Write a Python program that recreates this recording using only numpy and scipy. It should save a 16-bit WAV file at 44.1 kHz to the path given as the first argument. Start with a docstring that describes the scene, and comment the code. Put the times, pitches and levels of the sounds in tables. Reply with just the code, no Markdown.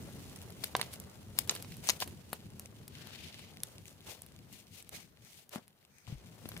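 """A low rumble of hands on a desk and a soft rustle of paper open the scene; then small scissors cut sticker paper
over an open notebook, close to a spaced pair of microphones. Blades tick and snip as short noise cracks, and the page
answers with hollow modes. Blade and fingers slide on the sheet as shaped random grains with tiny snaps,
a rubbed sheet sings faintly, and knocks ring the desk. A short room tail and a faint hiss lie below."""
import sys
import numpy as np
from scipy import signal
from scipy.fft import rfft, irfft, next_fast_len
from scipy.io import wavfile
from scipy.ndimage import uniform_filter1d

SR = 44100
rng = np.random.default_rng(int(sys.argv[2]) if len(sys.argv) > 2 else 0)


def materialize(psi):
    """Save the field psi as 16-bit PCM at rate SR to the path in sys.argv[1].

    A 1-D psi becomes a single channel; in a 2-D psi each row is a channel.
    """
    bounded = np.clip(np.atleast_2d(psi).T, -1, 1)
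    quanta = np.round(bounded * 32767).astype(np.int16)
    wavfile.write(sys.argv[1], SR, quanta)


N = 291060      # samples, 6.6 s
RIGHT_LAG_S = .00012      # shared sound reaches the right microphone this much later


# Ticks of blades and paper. Each row: start in seconds, hollow page level in dB, snap level in dB,
# snap frequency in Hz (it sets the snap's band), blade edge level in dB, t60 of the crack in seconds,
# left-right difference in dB, lag of the right side in microseconds.
TICKS = [(0.3604, -61.0, -43, 5500.0, -37, 0.018, 3, -110.0),
         (0.424, -48, -55, 3100.0, -44, 0.023, -2, 50.0), (0.5036, -49, -44, 4300.0, -42, 0.011, -1, 92),
         (0.6371, -42, -30.5, 3640, -54, 0.017, 10.5, 181),
         (0.6415, -58, -24.5, 3820, -20.5, 0.014, 4.5, 142), (0.751, -15, -21, 3020, -42, 0.012, -1, -30),
         (0.7651, -46.0, -33.5, 5030, -24.5, 0.022, -2, 20.0),
         (0.7954, -30, -36, 2300.0, -48, 0.026, 1, 110.0),
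         (0.8132, -37, -20, 3130, -24.5, 0.015, -6, 110.0), (0.8276, -39, -33, 3600.0, -55, 0.012, 2, 69.5),
         (0.933, -56, -41, 3800.0, -37, 0.0038, -2, 0.0), (0.9377, -46, -38.5, 4400, -31.5, 0.012, -1, 26),
         (1.0, -61.0, -51, 5500.0, -32.5, 0.013, -1.0, -270.0),
         (1.3782, -50, -41, 3400.0, -51, 0.022, 7, 160.0),
         (1.3877, -47, -24, 5430, -13.5, 0.014, 8.5, 140.0),
         (1.4749, -47, -43, 3600.0, -37.5, 0.021, 0, 20.0),
         (1.4945, -31, -13.5, 4100, -27, 0.016, -3, 70.0), (1.503, -44, -38.5, 4380, -61, 0.071, 0, 17),
         (1.5101, -51, -34, 2500.0, -33.5, 0.024, 7, 90.0),
         (1.5509, -47.0, -38, 4370, -30.5, 0.038, 0.0, 20.0),
         (1.5614, -55, -35.5, 3200.0, -42, 0.027, -3, 70.0), (1.6241, -64, -44, 5470, -32.5, 0.016, 2, 0.0),
         (1.6465, -44, -44, 3300.0, -61, 0.014, -2.0, 20.0), (1.72, -61, -42, 3270, -46, 0.02, -3, 70.0),
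         (1.7687, -66, -58, 4300.0, -40, 0.0051, -4, 9), (1.889, -25, -13.5, 4630, -47, 0.0086, 2, 180.0),
         (1.8952, -27, -19.5, 4460, -22, 0.022, 13.5, 180.0),
         (1.8984, -35, -23.5, 4870, -18.5, 0.0074, 6, 170),
         (1.9007, -36, -18, 4700, -44, 0.021, 5.5, 160.0),
         (2.0027, -57, -30.5, 4860, -27.5, 0.0097, 12, -70.0),
         (2.0102, -53.0, -33, 5000.0, -42, 0.041, -1, 90.0),
         (2.0223, -24, -24.5, 3000, -50, 0.032, 0.5, 70.0),
         (2.0755, -49, -42, 3500.0, -38.5, 0.027, -1, 20.0), (2.33, -25, -31, 3630, -29, 0.027, 4.5, 0.0),
         (2.5957, -63, -65, 5440, -31.5, 0.0098, 3, 0.0), (2.879, -50.5, -46, 4240, -38, 0.018, 1, 0.0),
         (3.0709, -46.5, -42, 3800.0, -42.5, 0.016, 10, 70.0),
         (3.3918, -49, -42.5, 2800.0, -46, 0.016, 3, 100), (3.634, -53, -31, 5830, -20.5, 0.0081, 2, 0.0),
         (3.8829, -64, -47.5, 4400.0, -46, 0.007, -8, 20.0), (4.2194, -49, -53, 4400, -34, 0.0089, 0.0, 21),
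         (4.263, -60, -51.5, 4300, -43, 0.012, 1, 0.0), (4.527, -53, -55, 4700.0, -41, 0.016, 2, -250.0),
         (4.8251, -65.0, -54, 4300.0, -40, 0.013, 0, -110.0), (4.892, -73, -49, 4030, -35, 0.011, -3, -20),
         (5.4927, -78, -66, 5170, -41.5, 0.0087, 2, 0.0), (5.5583, -33.5, -40, 2700.0, -40, 0.012, 6, 159),
         (5.6797, -65, -56, 4600.0, -45, 0.008, 1.0, -23.5),
         (6.076, -46, -54, 2400.0, -62, 0.018, 11, 234.5), (6.4553, -42.5, -42, 2500, -59, 0.032, 2, 150),
         (6.489, -49, -49, 4600.0, -33, 0.016, 1, 70.0), (6.5169, -42.5, -41, 2480, -50, 0.025, 4.5, 160.0),
         (6.5653, -47, -37.5, 2780, -48, 0.03, 6.5, 140.0), (6.5755, -46, -47, 4400, -37, 0.011, 0, 178.5)]
# Hollow modes of the page. Each row: frequency in Hz, relative level in dB, t60 in seconds when free to ring.
PAGE_MODES = [(610, -22, 0.078), (769, -2, 0.038), (1023, 11.5, 0.013), (1400, -13, 0.021),
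              (1580, -5, 0.035)]


def ticks():
    """A sharp break with a ragged tail: blade edge in the treble, snap in the middle, hollow modes from the page."""
    out = np.zeros((2, N))
    t = np.arange(3072) / SR
    noise = rng.standard_normal((len(TICKS), len(t)))
    spread_db = rng.normal(0, 0.71, (len(TICKS), len(PAGE_MODES)))      # no two blows excite the modes alike
    treble = signal.butter(1, [7500, 13500], "band", fs=SR, output="sos")
    for row, white, mode_db in zip(TICKS, noise, spread_db):
        s, page_db, snap_db, hz, edge_db, t60, pan_db, lag_us = row
        crack = white * from_db(-60 * t / max(t60, .002)) * np.minimum(t / 0.00066, 1)
        crack[24] += 4.0      # the moment of the break

        push = 0.12 * crack + np.exp(-((t - .0006) / .0001) ** 2)      # the page is struck once, softly
        free = np.clip(0.04 + (page_db - edge_db) / 25, .3, 1)      # a dull, flat blow leaves the page free to ring
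        page = sum(from_db(db + more_db) * ring(push, mode_hz, free * decay_s)
                   for (mode_hz, db, decay_s), more_db in zip(PAGE_MODES, mode_db))

        snap_band = signal.butter(1, [hz / 1.17, hz * 1.96], "band", fs=SR, output="sos")
        snap_top = signal.butter(2, hz * 1.43, "low", fs=SR, output="sos")
        snap = signal.sosfilt(np.vstack([snap_band, snap_top]), crack)
        edge = signal.sosfilt(treble, crack)

        sound = -from_db(page_db) * peak_one(page)
        sound += from_db(snap_db) * peak_one(snap)
        sound += from_db(edge_db) * peak_one(edge)
        place(out, s, sound, pan_db, np.clip(lag_us, -300, 300) * 1e-6)
    return signal.sosfilt(signal.butter(2, 200, "high", fs=SR, output="sos"), out)


# Strokes on the sheet. Each row: start of hold, attack, hold and release in seconds,
# then sliding, shearing and sheet flex level in dB.
STROKES = [(.2, 0.24, 0.09, 0.43, -62, -62.5, -69), (.647, 0.1, 0.0037, 0.14, -53.5, -52, -58.5),
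           (.752, 0.0053, 0.018, 0.23, -50, -57, -48.5), (.82, 0.083, .005, 0.14, -56.5, -55, -58),
           (.936, 0.046, 0.0054, 0.038, -54.5, -53, -70), (1.39, 0.055, .004, 0.096, -51.5, -49.5, -58.5),
           (1.505, 0.03, 0.0033, 0.13, -47.5, -48, -49), (1.59, .1, .01, .2, -58, -58, -63),
           (1.72, 0.096, .004, 0.13, -55.5, -54.5, -76), (1.85, 0.042, 0.026, .05, -51, -49, -53.5),
           (1.893, .06, .006, 0.057, -44, -41.5, -50), (1.94, .1, 0.025, 0.055, -59, -58, -56),
           (2.018, 0.023, 0.0034, 0.032, -41, -39.5, -48.5), (2.06, .02, 0.011, 0.12, -62, -58.5, -57),
           (2.342, 0.076, .004, 0.096, -59, -57, -62), (2.61, 0.16, .01, 0.15, -68, -65, -64),
           (2.96, 0.079, 0.51, 0.11, -56.5, -63.5, -71.5), (3.2, 0.44, 0.067, 0.14, -55, -65, -77),
           (3.65, .15, 0.076, 0.12, -67, -63, -61.5), (3.89, 0.085, 0.012, .08, -62.5, -58, -79),
           (4.07, .03, .04, .1, -51.5, -52, -55.5), (4.108, 0.069, .004, 0.051, -54, -50.5, -57),
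           (4.52, .1, 0.078, 0.1, -61.5, -61, -70), (4.75, 0.092, 0.053, 0.039, -57.5, -56, -70),
           (4.869, 0.023, .002, 0.098, -66.5, -68, -68), (4.926, 0.011, 0.034, 0.11, -50, -49.5, -57),
           (5.255, .07, 0.15, 0.063, -62.5, -60, -74), (5.533, 0.022, 0.019, 0.041, -49.5, -50.5, -48),
           (5.57, .02, .004, .06, -59, -63, -51), (5.935, .04, 0.092, .1, -77, -70, -84),
           (6.098, 0.063, .004, 0.16, -58.5, -62.5, -60)]
# The held sheet rustles faintly throughout. Each row: time in seconds, sliding level in dB.
RUSTLE = [(0, -61.5), (.5, -63), (.74, -64.5), (.97, -63.5), (1.3, -64.5), (1.8, -65), (2.2, -66),
          (2.5, -67.5), (3.55, -67), (4, -69), (4.3, -67.5), (4.7, -72.5), (5.15, -74), (5.9, -75),
          (6.05, -78.5), (6.25, -66.5), (6.4, -64.5), (6.6, -62)]
# How shearing (first row) and flex (second) follow the rustle.
# Each row: level in dB when the rustle is at USUAL_DB, slope in dB per dB of rustle.
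FOLLOW = [(-68, 1.5), (-65.5, 1.25)]
USUAL_DB = -67


def sheet_levels():
    """Sliding, shearing and flex in dB over time: the powers of rustle and strokes add."""
    rustle_db, = in_time(RUSTLE)
    steady_db = [rustle_db]
    for db, slope in FOLLOW:
        steady_db.append(db + slope * (rustle_db - USUAL_DB))
    return 10 * np.log10(from_db(steady_db) ** 2 + from_db(swells(STROKES)) ** 2)


# Grainy hiss of sliding. Each row: frequency in Hz, density in dB per Hz.
SLIDE_SPECTRUM = [(1300, -23.5), (1800, -11.5), (2050, -5), (2400, -3.5), (2900, -2.5), (4500, -6.5),
                  (6000, -16.5), (8000, -26.5)]
# Bright hiss of shearing. Each row: frequency in Hz, density in dB per Hz.
SHEAR_SPECTRUM = [(3500, -26), (5500, -6), (6600, -3.5), (7600, -5), (9000, -2), (12000, -4.5), (16500, -5)]


def sliding_and_shearing(smooth, slide_db, shear_db):
    """Fibre grains and tiny snaps feed two spectra, one for sliding and a brighter one for shearing."""
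    # In the slide the snaps rise only 0.6 dB per dB of stroke.
    snaps = 0.37 * from_db((-55 - slide_db) * 0.4) * crackle(70)
    fibres = smooth + pair(snaps * np.array([[1], [0], [0]]), 1)      # snaps are wholly shared by the microphones
    slide = from_db(slide_db) * colour(fibres, SLIDE_SPECTRUM)
    shear = from_db(shear_db) * colour(fibres, SHEAR_SPECTRUM)
    return slide + shear


# Duller crumple of the flexing sheet. Each row: frequency in Hz, density in dB per Hz.
FLEX_SPECTRUM = [(200, -25), (350, -2), (600, -2), (1000, -8), (1500, -11), (2200, -14.5)]


def flexing(flex_db):
    """The bending sheet creases in sparser, more uneven grains than it slides."""
    creases = pair(np.array([grains(1500, 3.67, 2.76) for k in range(3)]), 0.38)
    return from_db(flex_db) * colour(creases, FLEX_SPECTRUM)


# The slack sheet's lower swish, until drawn tight. Each row: time in seconds, level in dB.
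SLACK = [(2.9, -78), (2.96, -64.5), (3.13, -61), (3.25, -83)]


def slack_swish(smooth):
    """The fibre grains excite one broad, short resonance of the slack sheet."""
    level_db, = in_time(SLACK)
    return from_db(level_db) * rms_one(ring(smooth, 1800, 0.0043))


# A thumb rubs the taut sheet. Each row: start of hold, attack, hold and release in seconds, level in dB.
RUBS = [(4.76, .055, .002, 0.099, -77), (4.94, 0.024, .002, 0.12, -57.5), (5.26, 0.053, .002, 0.077, -67),
        (5.94, 0.056, 0.085, .12, -69.5), (6.07, .04, 0.14, 0.18, -78)]
# Modes of the taut sheet. Each row: frequency in Hz, relative level in dB, t60 in seconds.
SHEET_MODES = [(2450, 0, .006), (6600, -2, .003), (8800, -6, .002)]


def rubs(smooth):
    """The fibre grains set the taut sheet's modes singing faintly."""
    level_db, = swells(RUBS)
    # dividing by the root of t60 keeps a longer ring from gaining power
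    song = sum(from_db(db) * ring(smooth, hz, t60) / np.sqrt(t60) for hz, db, t60 in SHEET_MODES)
    return from_db(level_db) * rms_one(song)


# Rumble of the desk. Each row: frequency in Hz, density in dB per Hz.
RUMBLE_SPECTRUM = [(15, -35), (25, -29.5), (79, -3), (97, -1.5), (213, -6), (295, -13.5), (425, -17),
                   (500, -23), (650, -57.5), (1100, -120)]
# The hands' bustle on the desk. Each row: time in seconds, rumble level in dB.
BUSTLE = [(0, -46.5), (.25, -51), (.76, -53.5), (.95, -52.5), (1.32, -53), (1.8, -49), (1.86, -54),
          (2.02, -55), (2.06, -51.5), (2.76, -53), (3.25, -55.5), (4.05, -57.5), (4.9, -61), (4.93, -52),
          (5.07, -63), (5.4, -69), (5.65, -69.5), (6.05, -72), (6.1, -48), (6.2, -64.5), (6.25, -54.5),
          (6.38, -56), (6.6, -49.5)]


def desk_rumble():
    """Low noise that comes and goes in lumps as the hands move on the desk."""
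    level_db, = in_time(BUSTLE)
    lumps = pair(rng.standard_normal((3, N)), 0.77) * from_db(2.12 * drift(11.2))
    return from_db(level_db) * colour(lumps, RUMBLE_SPECTRUM)


# Position of the hands. Each row: time in seconds, left-right difference in dB.
HANDS_PAN = [(0, 1), (2.5, 1), (3.2, 4), (3.7, 1), (4.1, 3), (5.2, 4.5), (5.6, 3.5), (6.6, 3.5)]


def hands():
    """Slide, swish and song share one set of fibre grains; flex and desk rumble join them in the stereo pair."""
    slide_db, shear_db, flex_db = sheet_levels()
    pan_db, = in_time(HANDS_PAN)
    smooth = pair(np.array([grains(8000, 1.9, 2.96) for k in range(3)]), 0.13)
    sheet = sliding_and_shearing(smooth, slide_db, shear_db) + flexing(flex_db)
    sheet += slack_swish(smooth) + rubs(smooth)
    return (sheet + desk_rumble()) * from_db([pan_db / 2, -pan_db / 2])


# Knocks of the hand on the desk. Each row: start in seconds, peak level in dB before stereo placement,
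# pitch in Hz, t60 in seconds, contact time in seconds.
KNOCKS = [(5.559, -30.5, 220, .04, 0.000037), (5.582, -45.5, 220, 0.023, 0.00039),
          (6.078, -42.5, 116, 0.18, .001), (6.124, -34, 136, 0.062, 0.00098), (6.15, -44.5, 55, 0.21, .003),
          (6.457, -37, 210, 0.021, 0.00017), (6.567, -47, 180, 0.027, 0.00037)]


def knocks():
    """A soft push rings the desk at a low pitch."""
    out = np.zeros((2, N))
    t = np.arange(8192) / SR
    for s, db, hz, t60, contact_s in KNOCKS:
        thud = ring(t * np.exp(-t / contact_s), hz, t60)
        thud = np.gradient(thud)      # the microphones hear the change of the motion
        place(out, s, -from_db(db) * thud / np.abs(thud).max(), 5.0, RIGHT_LAG_S)
    return out


ROOM_DB, ROOM_T60_S = -19, 0.12      # energy of the tail against the dry sound, decay time


def room(x):
    """Nearby surfaces return a short dull noise tail, a different one at each microphone."""
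    t = np.arange(SR // 4) / SR
    tail = rng.standard_normal((2, len(t))) * from_db(-60 * t / ROOM_T60_S) * (t > .002)
    tail = signal.lfilter([.6], [1, -.4], tail)
    tail = tail / np.sqrt(np.sum(tail ** 2, axis=1, keepdims=True))
    return from_db(ROOM_DB) * signal.fftconvolve(x, tail, axes=1)[:, :N]


def from_db(db):
    """Gain of a level in dB."""
    return 10 ** (np.asarray(db) / 20)


def rms_one(x):
    """Scale to rms 1."""
    return x / np.sqrt(np.mean(x ** 2) + 1e-20)


def peak_one(x):
    """Scale the top of the short-time envelope to 1."""
    return x / np.sqrt(2 * uniform_filter1d(x ** 2, size=33).max())


def drift(rate_hz):
    """Slow random wander of rms 1: low-passed noise made at every 40th sample, then interpolated."""
    r = np.exp(-2 * np.pi * rate_hz * 40 / SR)
    white = rng.standard_normal(N // 40 + 2002)
    slow = signal.lfilter([1], [1, -2 * r, r * r], white)[2000:]      # drop the filter's start
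    return np.interp(np.arange(N) / 40, np.arange(len(slow)), rms_one(slow))


def ring(x, hz, t60):
    """Resonator: a unit click sets a decaying sine of height 1 ringing."""
    r = from_db(-60 / (t60 * SR))
    w = 2 * np.pi * hz / SR
    return signal.lfilter([0, np.sin(w)], [1, -2 * r * np.cos(w), r * r], x)


def colour(x, spectrum):
    """Shape by a spectrum, straight in dB over log frequency; rms 1."""
    hz, db = np.transpose(spectrum)
    size = next_fast_len(N)
    f = np.maximum(np.arange(size // 2 + 1) * SR / size, 1)
    gain = from_db(np.interp(np.log(f), np.log(hz), db, left=-60, right=-60))
    return rms_one(irfft(rfft(x, size) * gain, size)[..., :N])


def grains(per_s, spread_db, clump_db):
    """Fibres catch at random, with very uneven sizes that swell in clumps."""
    born = rng.random(N) < per_s / SR
    sizes_db = spread_db * np.minimum(rng.exponential(1, N), 4) + clump_db * drift(38)
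    return rms_one(born * from_db(sizes_db) * rng.choice([-1, 1], N))


def crackle(per_s):
    """Sparse tiny snaps of the bent sheet, each a decaying noise burst of a millisecond or two."""
    snaps = grains(per_s, 4.5, 3.0)
    bursts = signal.lfilter([1], [1, -.97], np.abs(snaps))
    return rms_one(bursts * rng.standard_normal(N))


def pair(x, alike):
    """Two microphones: a shared part that reaches the right one later, and a scattered part of each one's own."""
    late = np.interp(np.arange(N) - RIGHT_LAG_S * SR, np.arange(N), x[0])
    alike = np.clip(alike, 0, 1)
    return np.sqrt(alike) * np.array([x[0], late]) + np.sqrt(1 - alike) * x[1:]


def place(out, s, sound, pan_db, lag_s):
    """Place a short sound in the stereo pair by level difference and right-side lag."""
    for side, late_s, db in ((0, 0, pan_db / 2), (1, lag_s, -pan_db / 2)):
        i = round((s + late_s) * SR)
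        out[side, i:i + len(sound)] += from_db(db) * sound[:N - i]


def in_time(rows):
    """Each column after the time as a curve over all samples."""
    s, *columns = np.transpose(rows)
    return [np.interp(np.arange(N) / SR, s, c) for c in columns]


FADE_DB = 20      # attack and release each span this much


def swells(rows):
    """Each stroke swells, holds and fades; powers add; one dB curve per level column."""
    t = np.arange(N) / SR
    power = 1e-12
    for s, attack, hold, release, *db in rows:
        away = np.maximum(s - t, 0) / attack + np.maximum(t - s - hold, 0) / release
        shape = from_db(-FADE_DB * np.minimum(away, 5))
        power = power + from_db(db)[:, None] ** 2 * shape ** 2
    return 10 * np.log10(power)


def scene():
    """All sources at the microphones; the room answers the ticks and knocks."""
    hits = ticks() + knocks()
    return hits + room(hits) + hands()


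# Hiss of the microphones. Each row: frequency in Hz, density in dB per Hz.
HISS_SPECTRUM = [(200, -10.5), (1000, -5), (2500, -14), (6000, -18.5), (12000, -6.5), (16400, -6)]
HISS_DB, CUTOFF_HZ = -76, 16700      # hiss rms before the cut, edge of the steep low-pass


def record(dry):
    """Each microphone adds its hiss; the top is cut."""
    hiss = from_db(HISS_DB) * colour(rng.standard_normal((2, N)), HISS_SPECTRUM)
    low_pass = signal.cheby2(12, 70, CUTOFF_HZ, fs=SR, output="sos")
    return signal.sosfilt(low_pass, dry + hiss)


dry = scene()
out = record(dry)
materialize(out)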